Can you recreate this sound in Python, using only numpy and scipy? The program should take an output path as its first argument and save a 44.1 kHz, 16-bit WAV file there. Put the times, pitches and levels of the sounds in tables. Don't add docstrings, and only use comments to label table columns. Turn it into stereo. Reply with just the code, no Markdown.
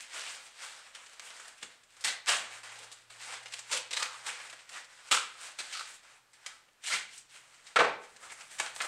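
import sys
import numpy as np
from scipy import signal
from scipy.fft import rfft, irfft, next_fast_len
from scipy.io import wavfile
from scipy.ndimage import uniform_filter1d

SR = 44100
rng = np.random.default_rng(int(sys.argv[2]) if len(sys.argv) > 2 else 0)


def bounce(signal):
    frames = np.transpose(np.atleast_2d(signal))
    limited = np.clip(frames, -1, 1)
    pcm = np.round(limited * 32767).astype(np.int16)
    wavfile.write(sys.argv[1], SR, pcm)


def amplitude_ratio(level_db):
    exponent = np.asarray(level_db, float) / 20
    return 10 ** exponent


N = 391166

# pitch_hz, level_db
FOAM = [(35, -52), (60, -35), (142, -32), (217, -23.5), (427, -17.5), (515, -10), (635, -11.5), (840, -5.5),
        (901, -6.5), (1170, -8), (1820, -5), (2770, -5), (6270, -6.5), (8290, -2.5), (16000, -43.5)]
# pitch_hz, width_hz, level_db
SLAB = [(431, 21, -1), (502, 114, -1.5), (631, 120, -1), (1324, 680, -1)]
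# low_hz, high_hz
VOICE_HZ = [(90, 250), (300, 750), (750, 1600), (1600, 5000), (5000, 12000)]
SPREAD_DB = -2
BAND_DRIFT_DB, BAND_FLICKER_DB, FLICKER_DB = 0.6, 1.2, 0.9


def knife():
    tear = crackle(rate=5000, scatter_db=5.0, hiss=0.7)
    rings = 0
    for hz, width, db in SLAB:
        rings = rings + amplitude_ratio(db) * signal.lfilter(*signal.iirpeak(hz, hz / width, SR), tear)
    tear = colour(tear + rings, FOAM)
    spread = colour(crackle(rate=4900, scatter_db=5.0, hiss=0.76), FOAM)
    spread = colour(spread, ROOM_SIDE) * amplitude_ratio(SPREAD_DB)

    f, density = signal.welch(tear, SR, nperseg=2 ** 12)
    at_rest = [density[(f > lo) & (f < hi)].sum() * f[1] for lo, hi in VOICE_HZ]
    log_gain = np.log(stroke_power() / np.c_[at_rest]) / 2
    centres = np.log(VOICE_HZ).mean(axis=1)
    out = 0
    for hz, band in bands(np.array([tear, spread])):
        share = [np.interp(np.log(hz), centres, one) for one in np.eye(len(VOICE_HZ))]
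        change_db = BAND_DRIFT_DB * walk(9) + BAND_FLICKER_DB * walk(45)
        out = out + band * np.exp(share @ log_gain) * amplitude_ratio(change_db)
    return out * amplitude_ratio(FLICKER_DB * walk(35))


def crackle(rate, scatter_db, hiss):
    size_db = np.minimum(scatter_db * rng.exponential(size=N), 5)
    happens = rng.random(N) < rate / SR
    bursts = happens * amplitude_ratio(size_db) * rng.uniform(-1, 1, N)
    return unit(bursts) + hiss * rng.standard_normal(N)


BITE_MS, BITE_PER_LENGTH = 0.46, 0.076


def stroke_power():
    t = np.arange(N) / SR
    power = sawing_power()
    for at, gains, ms in slips() + snaps() + knocks() + thumps():
        i, length = int(at * SR), ms / 1000
        age = t[:min(int(5 * length * SR), N - i)]
        bite = BITE_MS / 1000 + BITE_PER_LENGTH * min(length, 0.012)
        shape = (1 - np.exp(-age / bite)) * np.exp(-(age / length) ** 2)
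        power[:, i:i + len(age)] += np.outer(gains * amplitude_ratio(-11.0), shape) ** 2
    return power


# deepest_bite_s, rasp_db, swell_ms, fade_ms, weight_on_slab_db
STROKES = [(0.17, -40.5, 99, 356, 1.5), (0.632, -44.5, 118, 430, 0), (2.093, -34.5, 46, 97, 1),
           (2.292, -22.5, 22.4, 81, 0), (2.32, -29.5, 39, 152, 1.5), (3.23, -44, 56, 190, -10),
           (3.338, -41, 214, 115, 3.5), (3.733, -29, 38, 97, -1), (3.972, -28.5, 8.8, 23, 0),
           (4.003, -33, 22, 27, -2), (4.029, -27, 5.9, 18, -3.5), (4.034, -42, 160, 57, 3.5),
           (4.28, -37, 49, 74, 2.5), (4.764, -41.5, 83, 97, 3), (5.12, -27, 10.6, 145, -5),
           (5.46, -43, 156, 136, 1.5), (8.24, -53.5, 36, 170, 7), (5.742, -41.5, 83, 265, -6.5),
           (6.47, -50.5, 22, 170, 1), (6.842, -44.5, 8.1, 210, -9), (6.88, -31.5, 41, 130, -12),
           (6.934, -28.5, 67, 89, -1.5), (7.361, -49.5, 59, 92, 1.5), (8.61, -40.5, 37, 226, 4),
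           (8.815, -42, 49, 260, 5),
           (0.0, -47.5, 59, 197, -1.5), (0.47, -51.5, 52, 60.6, -5), (0.955, -48.5, 21, 50, 2),
                 (1.456, -49, 21, 150, 2.5), (1.623, -50.5, 30, 237, 0.5), (1.585, -52, 20, 60, -10),
                 (2.03, -51.5, 110, 50, 1), (3.104, -46.5, 6.8, 90.5, -1), (3.459, -52.5, 15, 80, 2),
                 (3.531, -47, 41, 210, 1), (3.69, -51.5, 90, 50.3, -11), (3.92, -47, 21, 201, 6),
                 (4.7, -66, 12, 200, 0), (5.091, -48.5, 84, 30.2, 1), (6.336, -56, 5.4, 69.8, 0.5),
                 (6.45, -59, 140, 30, 2.5), (7.14, -48.5, 80, 109, -6), (7.305, -55.5, 29, 200, -6),
                 (7.55, -57, 63, 82.8, -1), (7.669, -53, 43, 170, 1.5), (8.042, -54, 62, 141, 8.5),
                 (8.322, -54, 290, 70.5, 5.5), (8.416, -49.5, 120, 89.5, 4.5), (8.55, -50.5, 150, 80, -1)]
# start_s, end_s, rasp_db, weight_on_slab_db
DRAGS = [(0.147, 0.35, -44, -2), (0.968, 1.18, -55, 2.5), (1.224, 1.465, -50.5, 2),
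         (2.515, 2.577, -48.5, 3.5), (2.645, 2.841, -48.5, 2.5), (2.874, 3.004, -58.5, 1),
         (4.05, 4.214, -49, 3), (4.329, 4.467, -47.5, 3), (4.494, 4.616, -55.5, 3.5),
         (4.902, 5.008, -56.5, 3), (5.589, 5.92, -48, 0), (1.905, 1.95, -63, -5), (6.039, 6.16, -59.5, 5.5),
         (7.436, 7.65, -61, 3)]
DRAG_SWELL_MS, DRAG_FADE_MS, SAG_DB_PER_S = 24, 96, 12.5
REST_DB, FOOT = -81, 1.27
# thud_db, ring_db, fizz_db
STROKE_DB = (-18.5, -8, -4.5)
FADE_PACE = (.8, .85, .9, 1.01, 1.15)


def sawing_power():
    t = np.arange(N) / SR
    power = np.outer(voices(REST_DB, (-11, -3, 2), 0) ** 2, np.ones(N))
    sawing = [(at, at, db, swell, fade, weight) for at, db, swell, fade, weight in STROKES]
    sawing += [(start, end, db, DRAG_SWELL_MS, DRAG_FADE_MS, weight) for start, end, db, weight in DRAGS]
    for start, end, db, swell, fade, weight in sawing:
        swell, fade = max(swell, 6) / 1000, fade / 1000
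        span = slice(max(int((start - 3 * swell) * SR), 0), int((end + 3 * fade) * SR))
        s = t[span]
        swell_db = 20 * (np.maximum(start - s, 0) / swell) ** FOOT
        sag_db = SAG_DB_PER_S * np.clip(s - start, 0, end - start)
        fade_db = 20 * np.maximum(s - end, 0) / fade + sag_db
        shape = amplitude_ratio(-swell_db - np.outer(FADE_PACE, fade_db))
        power[:, span] += (np.c_[voices(db - 2.5, STROKE_DB, weight)] * shape) ** 2
    return uniform_filter1d(power, size=256, axis=1) + 1e-14


# start_s, peak_db, weight_db, edge_db
TICKS = [(1.063, -36.5, 2, -6), (1.303, -33, 7, -12), (1.396, -42.5, 16.5, 6.5), (1.478, -41, 7, 8.5),
         (1.8332, -50.5, 6, 4.5), (1.9669, -49, 14, 8), (2.008, -42, 5, 11), (2.631, -34.5, 10, 0.5),
         (2.787, -43.5, 2, 10), (2.838, -48, 2, 11), (3.0944, -59.5, 1, -3), (3.4291, -39, -4, -2),
         (3.589, -32.5, 9, 5), (4.0544, -28, 2, -8), (4.4967, -31, 2, 0), (4.528, -36, 12, -2),
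         (4.845, -49, -3, 8), (4.59, -36.5, -7, -8), (4.6912, -39, -3, 4), (5.768, -30.5, 5, 3.5),
         (5.806, -27.5, 2.5, -4), (6.3315, -54, 0, 11), (6.6827, -49.5, 8, -9), (6.8373, -44, -13, 11),
         (7.1767, -46.5, -6, 15), (7.668, -38, -4, -1), (8.161, -43, 3, 3.5), (8.2975, -35.5, 3, -10),
         (8.39, -43, 3, -2), (8.4093, -37, -3, -1), (3.479, -40, 0, -2), (1.366, -46, 0, 5),
         (1.131, -44.5, 11, 5), (8.5114, -44, 12, 0), (8.845, -32.5, 15, 3)]
CATCHES = [(0.9484, -33, -10, 2), (1.195, -29.5, 4, -1), (1.6261, -25.5, 3.5, -2.5), (2.269, -18, -8, -10),
           (2.277, -17, -6, -2), (3.458, -26.5, 1, -14), (3.5222, -25.5, -11, -5), (3.536, -24.5, 1.5, 0),
           (3.77, -21, -4, 3.5), (3.9315, -26, 6, 4), (5.1686, -16.5, 7, -11), (5.603, -30.5, 15.5, -1),
           (5.7285, -26.5, -1, 2), (5.724, -32, -4, -2), (5.735, -29, -4, -1), (5.793, -29.5, -5, 2),
           (6.461, -25, 0.5, -2.5), (8.584, -26, -9, 0), (8.5971, -15.5, 11.5, -1), (8.659, -27, 6, -7),
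           (8.761, -29.5, 12.5, 3), (8.803, -19, 9.5, -20), (8.815, -25.5, -1, 7)]
TICK_MS, CATCH_MS = 13.8, 10.8
# start_s, peak_db, weight_db, edge_db, length_ms
RIPS = [(2.0433, -19, 4.5, 3, 23), (2.075, -25.5, 8, 1.5, 23), (2.287, -19, 5, -12, 8.2),
        (2.3194, -21, 8, -1, 20), (2.915, -41, 5, 8.5, 22), (3.713, -21, -2, 2, 36),
        (3.9076, -25.5, 4, 1.5, 11), (4.2625, -25.5, -5, -1, 14), (4.2824, -29, 6, -4, 29),
        (5.112, -12, 7.5, 1.5, 25), (5.138, -17, 7.5, 0.5, 24.6), (5.586, -26.5, 5.5, 0.5, 23),
        (8.225, -46, 12, 0, 48), (8.3184, -45, 18, 11, 11.4)]
# thud_db, ring_db, fizz_db
SLIP_DB = (-23.5, -18.5, -5)


def slips():
    events = [(*tick, TICK_MS) for tick in TICKS]
    events += [(*catch, CATCH_MS) for catch in CATCHES]
    events += RIPS
    return [(at, voices(db, SLIP_DB, weight, edge), ms) for at, db, weight, edge, ms in events]


# start_s, peak_db
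SNAPS = [
    (2.0397, -22),
    (2.073, -16),
    (2.2605, -29),
    (4.285, -33),
    (4.691, -42),
    (5.1125, -13),
    (7.79, -20.5),
    (8.1645, -44),
]
SNAP_MS, SNAP_EDGE_DB = 2.6, -1


def snaps():
    return [(at, voices(db, SLIP_DB, 0, SNAP_EDGE_DB), SNAP_MS) for at, db in SNAPS]


# start_s, peak_db, weight_db, length_ms
KNOCKS = [
    (7.7587, -10, -8.5, 17.8),
    (7.7875, -14.5, -5, 29),
    (7.8, -18, 1.5, 27),
    (7.813, -28, 2, 8.9),
    (7.829, -28, 1, 9),
    (7.842, -22.5, 0.5, 18),
    (7.885, -39, 0, 22),
    (7.864, -33.5, 4, 43),
    (7.92, -40.5, 0.5, 50),
]
# thud_db, ring_db, fizz_db
KNOCK_DB = (1.5, 4, -18.5)
KNOCK_RASP_DB = 2.5


def knocks():
    return [(at, voices(db, KNOCK_DB, weight, rasp_db=KNOCK_RASP_DB), ms) for at, db, weight, ms in KNOCKS]


# start_s, peak_db, length_ms
THUMPS = [(1.628, -50, 47), (2.06, -52, 69), (2.29, -48, 47), (2.8, -62, 56), (3.72, -56, 50),
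          (5.115, -60, 40), (5.59, -61, 30), (6.92, -51, 110), (8.1, -60, 410), (8.6, -52, 44),
          (8.76, -63, 60), (2.4, -52, 60), (3.76, -56, 45)]
# thud_db, ring_db, fizz_db
THUMP_DB = (-5.5, -20, -26)
THUMP_BOOM_DB, THUMP_RASP_DB = 2.5, -15


def thumps():
    return [(at, voices(db, THUMP_DB, 0, 0, THUMP_BOOM_DB, THUMP_RASP_DB), ms) for at, db, ms in THUMPS]


# thud_db, ring_db, fizz_db
PER_WEIGHT = (1, 1.1, 0.013)
BOOM_DB = -18.5


def voices(db, base_db, weight_db, edge_db=0, boom_db=BOOM_DB, rasp_db=0):
    thud, ring, fizz = np.array(base_db) + weight_db * np.array(PER_WEIGHT)
    return amplitude_ratio(db + np.array([thud + boom_db, thud, ring, rasp_db, fizz + edge_db]))


# start_s, end_s, pitch_hz, level_db
POCKET = [(3.715, 3.795, 510, 8), (3.99, 4.188, 1240, 8), (5.108, 5.33, 1275, 11), (5.74, 5.825, 1300, 11),
          (3.6, 3.9, 925, 2), (6.892, 6.994, 1390, 0.5), (2.79, 2.87, 452, 10), (6.478, 6.598, 1310, 1),
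          (5.55, 5.85, 370, 0), (3.6, 4.0, 500, 2), (8.587, 8, 435, 3)]
# start_s, end_s, pitch_hz, level_db
GAPE = [(0.0, 0.05, 2460, 2), (0.95, 0.965, 2920, -5), (0.95, 1.02, 2700, -16), (1.39, 1.44, 1600, -14),
        (2.04, 2.18, 1930, -1), (2.07, 2.12, 3980, -0.5), (2.275, 2.36, 2840, -1), (2.28, 2.36, 1100, -1.5),
        (2.5, 2.78, 2000, -9), (3.26, 3.4, 2180, -5), (3.905, 3.99, 3880, 4), (4.0, 4.05, 4230, 0),
        (4.26, 4.46, 2200, 0), (4.74, 4.86, 1890, -4), (5.113, 5.135, 2930, -7), (5.14, 5.34, 1290, -3),
        (5.59, 5.62, 4300, 1), (1.24, 1.32, 3000, -4), (3.715, 3.8, 2790, -8.5), (3.72, 3.76, 4160, -9),
        (3.72, 3.76, 5750, -2), (5.113, 5.13, 3300, -10), (4.87, 5.05, 1610, -6), (3.53, 3.55, 3000, -3),
        (0.17, 0.25, 2800, -12), (8.598, 8.64, 600, 3), (1.6, 1.7, 334, 6), (5.73, 5.82, 4530, -3),
        (6.05, 6.2, 2500, -2), (6.9, 7.05, 2060, -1.5), (7.76, 7.786, 1280, 7), (7.79, 7.86, 1190, 0.5),
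        (7.795, 7.83, 620, -5), (7.76, 8.0, 413, 5), (8.23, 8.29, 1280, -8), (8.3, 8.335, 2120, 3),
        (8.598, 8.69, 1460, -2), (8.598, 8.62, 2320, -9), (8.803, 8.815, 2150, -1), (8.803, 8.865, 1200, 4)]
POCKET_Q, GAPE_Q = 8.1, 5


def pocket(cut):
    out = cut.copy()
    for rows, q in ((POCKET, POCKET_Q), (GAPE, GAPE_Q)):
        for start, end, hz, db in rows:
            span = slice(int(start * SR), int(end * SR))
            sung = signal.lfilter(*signal.iirpeak(hz, q, SR), cut[:, span])
            out[:, span] += amplitude_ratio(db) * sung * signal.windows.tukey(sung.shape[1], 0.3)
    return out


# start_s, end_s, pitch_hz, share_taken_away_0_to_1
MUFFLE = [(7.75, 8.0, 2900, 0.34), (8.5, 7.4, 245, .7), (5.1, 5.3, 710, 0.6), (5.11, 5.3, 1740, 0.36),
          (8.58, 10, 180, 0.7), (2.03, 2.4, 320, .6), (4.1, 5.28, 70, .8), (2.12, 2.26, 4300, .4),
          (0.86, 1.06, 4800, 0.44), (6.4, 6.6, 440, 0.5), (3.7, 3.82, 1800, 0.45), (6.1, 7.75, 590, 0),
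          (6.83, 7.05, 2500, 0.22), (1.6, 1.8, 130, .5)]
MUFFLE_Q = 3.9


def muffled(cut):
    out = cut.copy()
    for start, end, hz, share in MUFFLE:
        span = slice(int(start * SR), int(end * SR))
        held = signal.lfilter(*signal.iirpeak(hz, MUFFLE_Q, SR), out[:, span])
        out[:, span] -= share * held * signal.windows.tukey(held.shape[1], 0.2)
    return out


# start_s, peak_db
CLICKS = [(0.0071, -28.9), (0.0979, -40.3), (0.9499, -35.3), (1.0631, -39.0), (1.0678, -36.5),
          (1.0973, -41.3), (1.1965, -29.5), (1.3051, -34.5), (1.8359, -48.9), (1.906, -48.0),
          (1.9681, -41.2), (2.0095, -38.5), (2.0142, -35.7), (2.0408, -20.2), (2.0457, -18.7),
          (2.0736, -18.8), (2.2611, -29.0), (2.6597, -37.9), (2.8366, -36.4), (2.9878, -43.6),
          (3.4587, -33.4), (3.5855, -32.1), (3.768, -20.7), (3.9306, -21.8), (3.9352, -22.1),
          (3.9514, -27.8), (4.3037, -26.5), (4.528, -35.4), (4.6573, -46.2), (4.6927, -35.8),
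          (4.6972, -35.6), (4.8454, -38.8), (5.753, -26.0), (5.795, -27.9), (6.4634, -21.6),
          (6.4679, -26.5), (6.7332, -54.7), (6.8388, -33.3), (7.5459, -45.0), (7.6693, -37.1),
          (8.4105, -35.4), (8.5908, -26.4), (8.6634, -25.4), (8.7626, -27.6)]
# start_s, peak_db
TEARS = [(0.1394, -30), (0.1474, -30), (0.1954, -23), (0.2094, -25), (0.2394, -30), (0.2644, -30),
         (0.2924, -32), (2.2752, -19), (2.2857, -16), (2.2934, -19), (2.3024, -15), (2.3204, -19),
         (2.3274, -18), (2.3324, -22), (2.3464, -20), (2.3714, -22), (3.7224, -19), (3.731, -19),
         (3.7394, -15), (3.7463, -20), (4.0284, -16), (5.0814, -38), (5.1504, -10), (5.1734, -22),
         (5.5892, -21), (6.9117, -20), (6.946, -18), (6.9554, -21), (7.7593, -18), (7.7629, -23),
         (7.7724, -17), (7.805, -13), (7.8417, -21), (8.5996, -23), (8.6028, -22), (8.8044, -27)]
# pitch_hz, level_db
CLICK = [(300, -29), (1500, -1), (3000, 0.5), (6000, 0), (8500, -3.5), (11000, -18), (16000, -49)]
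CLICK_DB, CLICK_SIDE_DB, TEAR_DB = 1, 0, -6


def clicks():
    at, db = np.transpose(CLICKS + [(at, db + TEAR_DB) for at, db in TEARS])
    sign, place = rng.uniform(-1, 1, (len(at), 2)).T
    one_peak = abs(colour(np.eye(1, 64)[0], CLICK)).max()
    size = np.sign(sign) * amplitude_ratio(db + CLICK_DB) / one_peak
    spikes = np.zeros((2, N))
    spikes[:, (at * SR).astype(int)] = size, size * place * amplitude_ratio(CLICK_SIDE_DB)
    return np.array([colour(one, CLICK) for one in spikes])


# start_s, end_s, level_db
BRUSHES = [(0.0, 0.034, -52), (0.297, 0.373, -55), (0.38, 0.5, -61.5), (2.504, 2.6, -61),
           (2.81, 2.873, -67), (3.096, 3.145, -67), (3.93, 4.11, -54), (4.52, 4.55, -60), (4.7, 4.73, -65),
           (5.388, 5.498, -57), (5.85, 5.989, -56.5), (6.34, 6.447, -79), (6.5, 6.62, -75),
           (7.114, 7.222, -59), (7.296, 7.44, -66), (7.48, 7.598, -75), (8.07, 8.17, -68),
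           (8.188, 8.304, -60), (8.295, 8.35, -56), (8.356, 8.42, -63), (8.41, 8.5, -63),
           (8.49, 8.597, -57), (8.62, 8.72, -57), (8.74, 8.803, -50.5), (8.81, 8.876, -51),
           (1.227, 1.316, -57), (1.41, 1.522, -64), (0.58, 0.76, -64)]
# pitch_hz, level_db
SKIN = [(2000, -16), (5500, -7), (8200, 2), (10000, -7.5), (13000, -23), (16000, -26)]


def fingers():
    hiss = np.array([unit(colour(rng.standard_normal(N), SKIN)) for _ in range(2)])
    return hiss * touches(BRUSHES) * amplitude_ratio(1.2 * walk(51)) * np.c_[[1, amplitude_ratio(-3)]]


# pitch_hz, fade_s
ROOM_T60 = [(100, 0.57), (1000, 0.4), (3000, 0.42), (8000, 0.28), (14000, 0.091)]
# pitch_hz, level_db
ROOM_SIDE = [(30, -19), (120, -24), (250, -28), (500, -15), (1000, -9), (2000, -5.5), (4000, -2.5),
             (8000, -1.5), (15000, -1.5)]
ROOM_DB = -7.5


def room():
    t = np.arange(int(0.7 * SR)) / SR
    echoes = 0
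    for hz, band in bands(rng.standard_normal((2, len(t)))):
        tail = np.exp(-np.log(1000) * t / along(ROOM_T60, hz)) * (1 - np.exp(-t / 0.0091))
        tail = amplitude_ratio(ROOM_DB) * tail / np.linalg.norm(tail)
        echoes = echoes + band * tail * np.c_[[1, amplitude_ratio(along(ROOM_SIDE, hz) + 1.5)]]
    return echoes


# start_s, end_s, level_db
RUMBLE = [
    (8.5, 8.9, -80),
    (2.3, 2.5, -84),
    (8.02, 8.15, -86),
]
RUMBLE_HZ = 70


def rumble():
    low_band = signal.butter(2, [15, RUMBLE_HZ], "band", fs=SR, output="sos")
    return touches(RUMBLE) * unit(signal.sosfilt(low_band, rng.standard_normal(N)))


# time_s, pitch_hz, level_db
MOTOR = [(0.2, 78, -98), (1.15, 93, -91), (1.5, 97.7, -99), (1.85, 105, -84), (2.3, 108.3, -82),
         (2.55, 112.6, -77), (3.15, 115.5, -75), (3.6, 117.3, -79.5), (4.4, 122.5, -81.5),
         (4.7, 124.2, -87.5), (6.6, 127, -91.5), (7.05, 131, -85), (7.5, 134.5, -84.5), (7.9, 137, -95),
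         (8.87, 139, -80)]


def motor():
    s, hz, db = np.transpose(MOTOR)
    t = np.arange(N) / SR
    pitch = np.interp(t, s, hz) + 0.395 * walk(3.63)
    phase = 2 * np.pi * np.cumsum(pitch) / SR
    return np.sqrt(2) * amplitude_ratio(np.interp(t, s, db) + 2.1 * walk(6.5)) * np.sin(phase)


# pitch_hz, level_db
AIR = [(12, -39), (20, 3), (70, -4), (138, -4), (182, -5), (228, -4), (318, -3.5), (1570, 0.5),
       (12400, -16.5), (16000, -25)]
AIR_DB = -67


def air():
    mid, side = (colour(rng.standard_normal(N), AIR) for _ in range(2))
    side = colour(side, ROOM_SIDE)
    return amplitude_ratio(AIR_DB - 3.0) / np.sqrt(np.mean(mid ** 2)) * np.array([mid + side, mid - side])


def touches(rows):
    touch = np.zeros(N)
    for start, end, db in rows:
        i, length = int(start * SR), int((end - start) * SR)
        touch[i:i + length] += amplitude_ratio(db) * signal.windows.tukey(length, 0.5)[:N - i]
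    return touch


def along(table, hz):
    f, v = np.transpose(table)
    return np.interp(np.log(np.maximum(hz, 1)), np.log(f), v)


def colour(x, table):
    size = 2 ** 12
    cep = irfft(np.log(amplitude_ratio(along(table, np.fft.rfftfreq(size, 1 / SR)))))
    cep[1:size // 2] *= 2
    cep[size // 2 + 1:] = 0
    return signal.oaconvolve(x, irfft(np.exp(rfft(cep))))[:len(x)]


def unit(x):
    return x / np.sqrt(np.mean(x ** 2))


def walk(rate):
    k = int(SR / rate)
    return 1.16 * uniform_filter1d(np.repeat(rng.standard_normal(N // k + 1), k), k)[:N]


BAND_HZ = 113 * 2 ** np.arange(0, 7.5, 0.5)


def bands(x):
    size = next_fast_len(x.shape[-1])
    log_hz = np.log(np.fft.rfftfreq(size, 1 / SR) + 1)
    place = np.interp(log_hz, np.log(BAND_HZ), np.arange(len(BAND_HZ)))
    spectrum = rfft(x, size)
    for k, hz in enumerate(BAND_HZ):
        yield hz, irfft(spectrum * np.clip(1 - abs(place - k), 0, 1), size)[..., :x.shape[-1]]


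def scene():
    cut = muffled(pocket(knife())) + clicks() + fingers()
    mid, side = cut + signal.oaconvolve(cut[:1], room(), axes=1)[:, :N]
    return np.array([mid + side, mid - side]) + rumble() + motor() + air()


def roll_off(x):
    return signal.sosfilt(signal.butter(12, 16100, fs=SR, output="sos"), x)


PEAK_ROUND, TOP_HZ = 0.29, 15760


def record(dry):
    rounded = PEAK_ROUND * np.tanh(dry / PEAK_ROUND)
    low_pass = signal.ellip(10, 0.2, 60, TOP_HZ, fs=SR, output="sos")
    return roll_off(signal.sosfilt(low_pass, rounded))


dry = scene()
out = record(dry)
bounce(out)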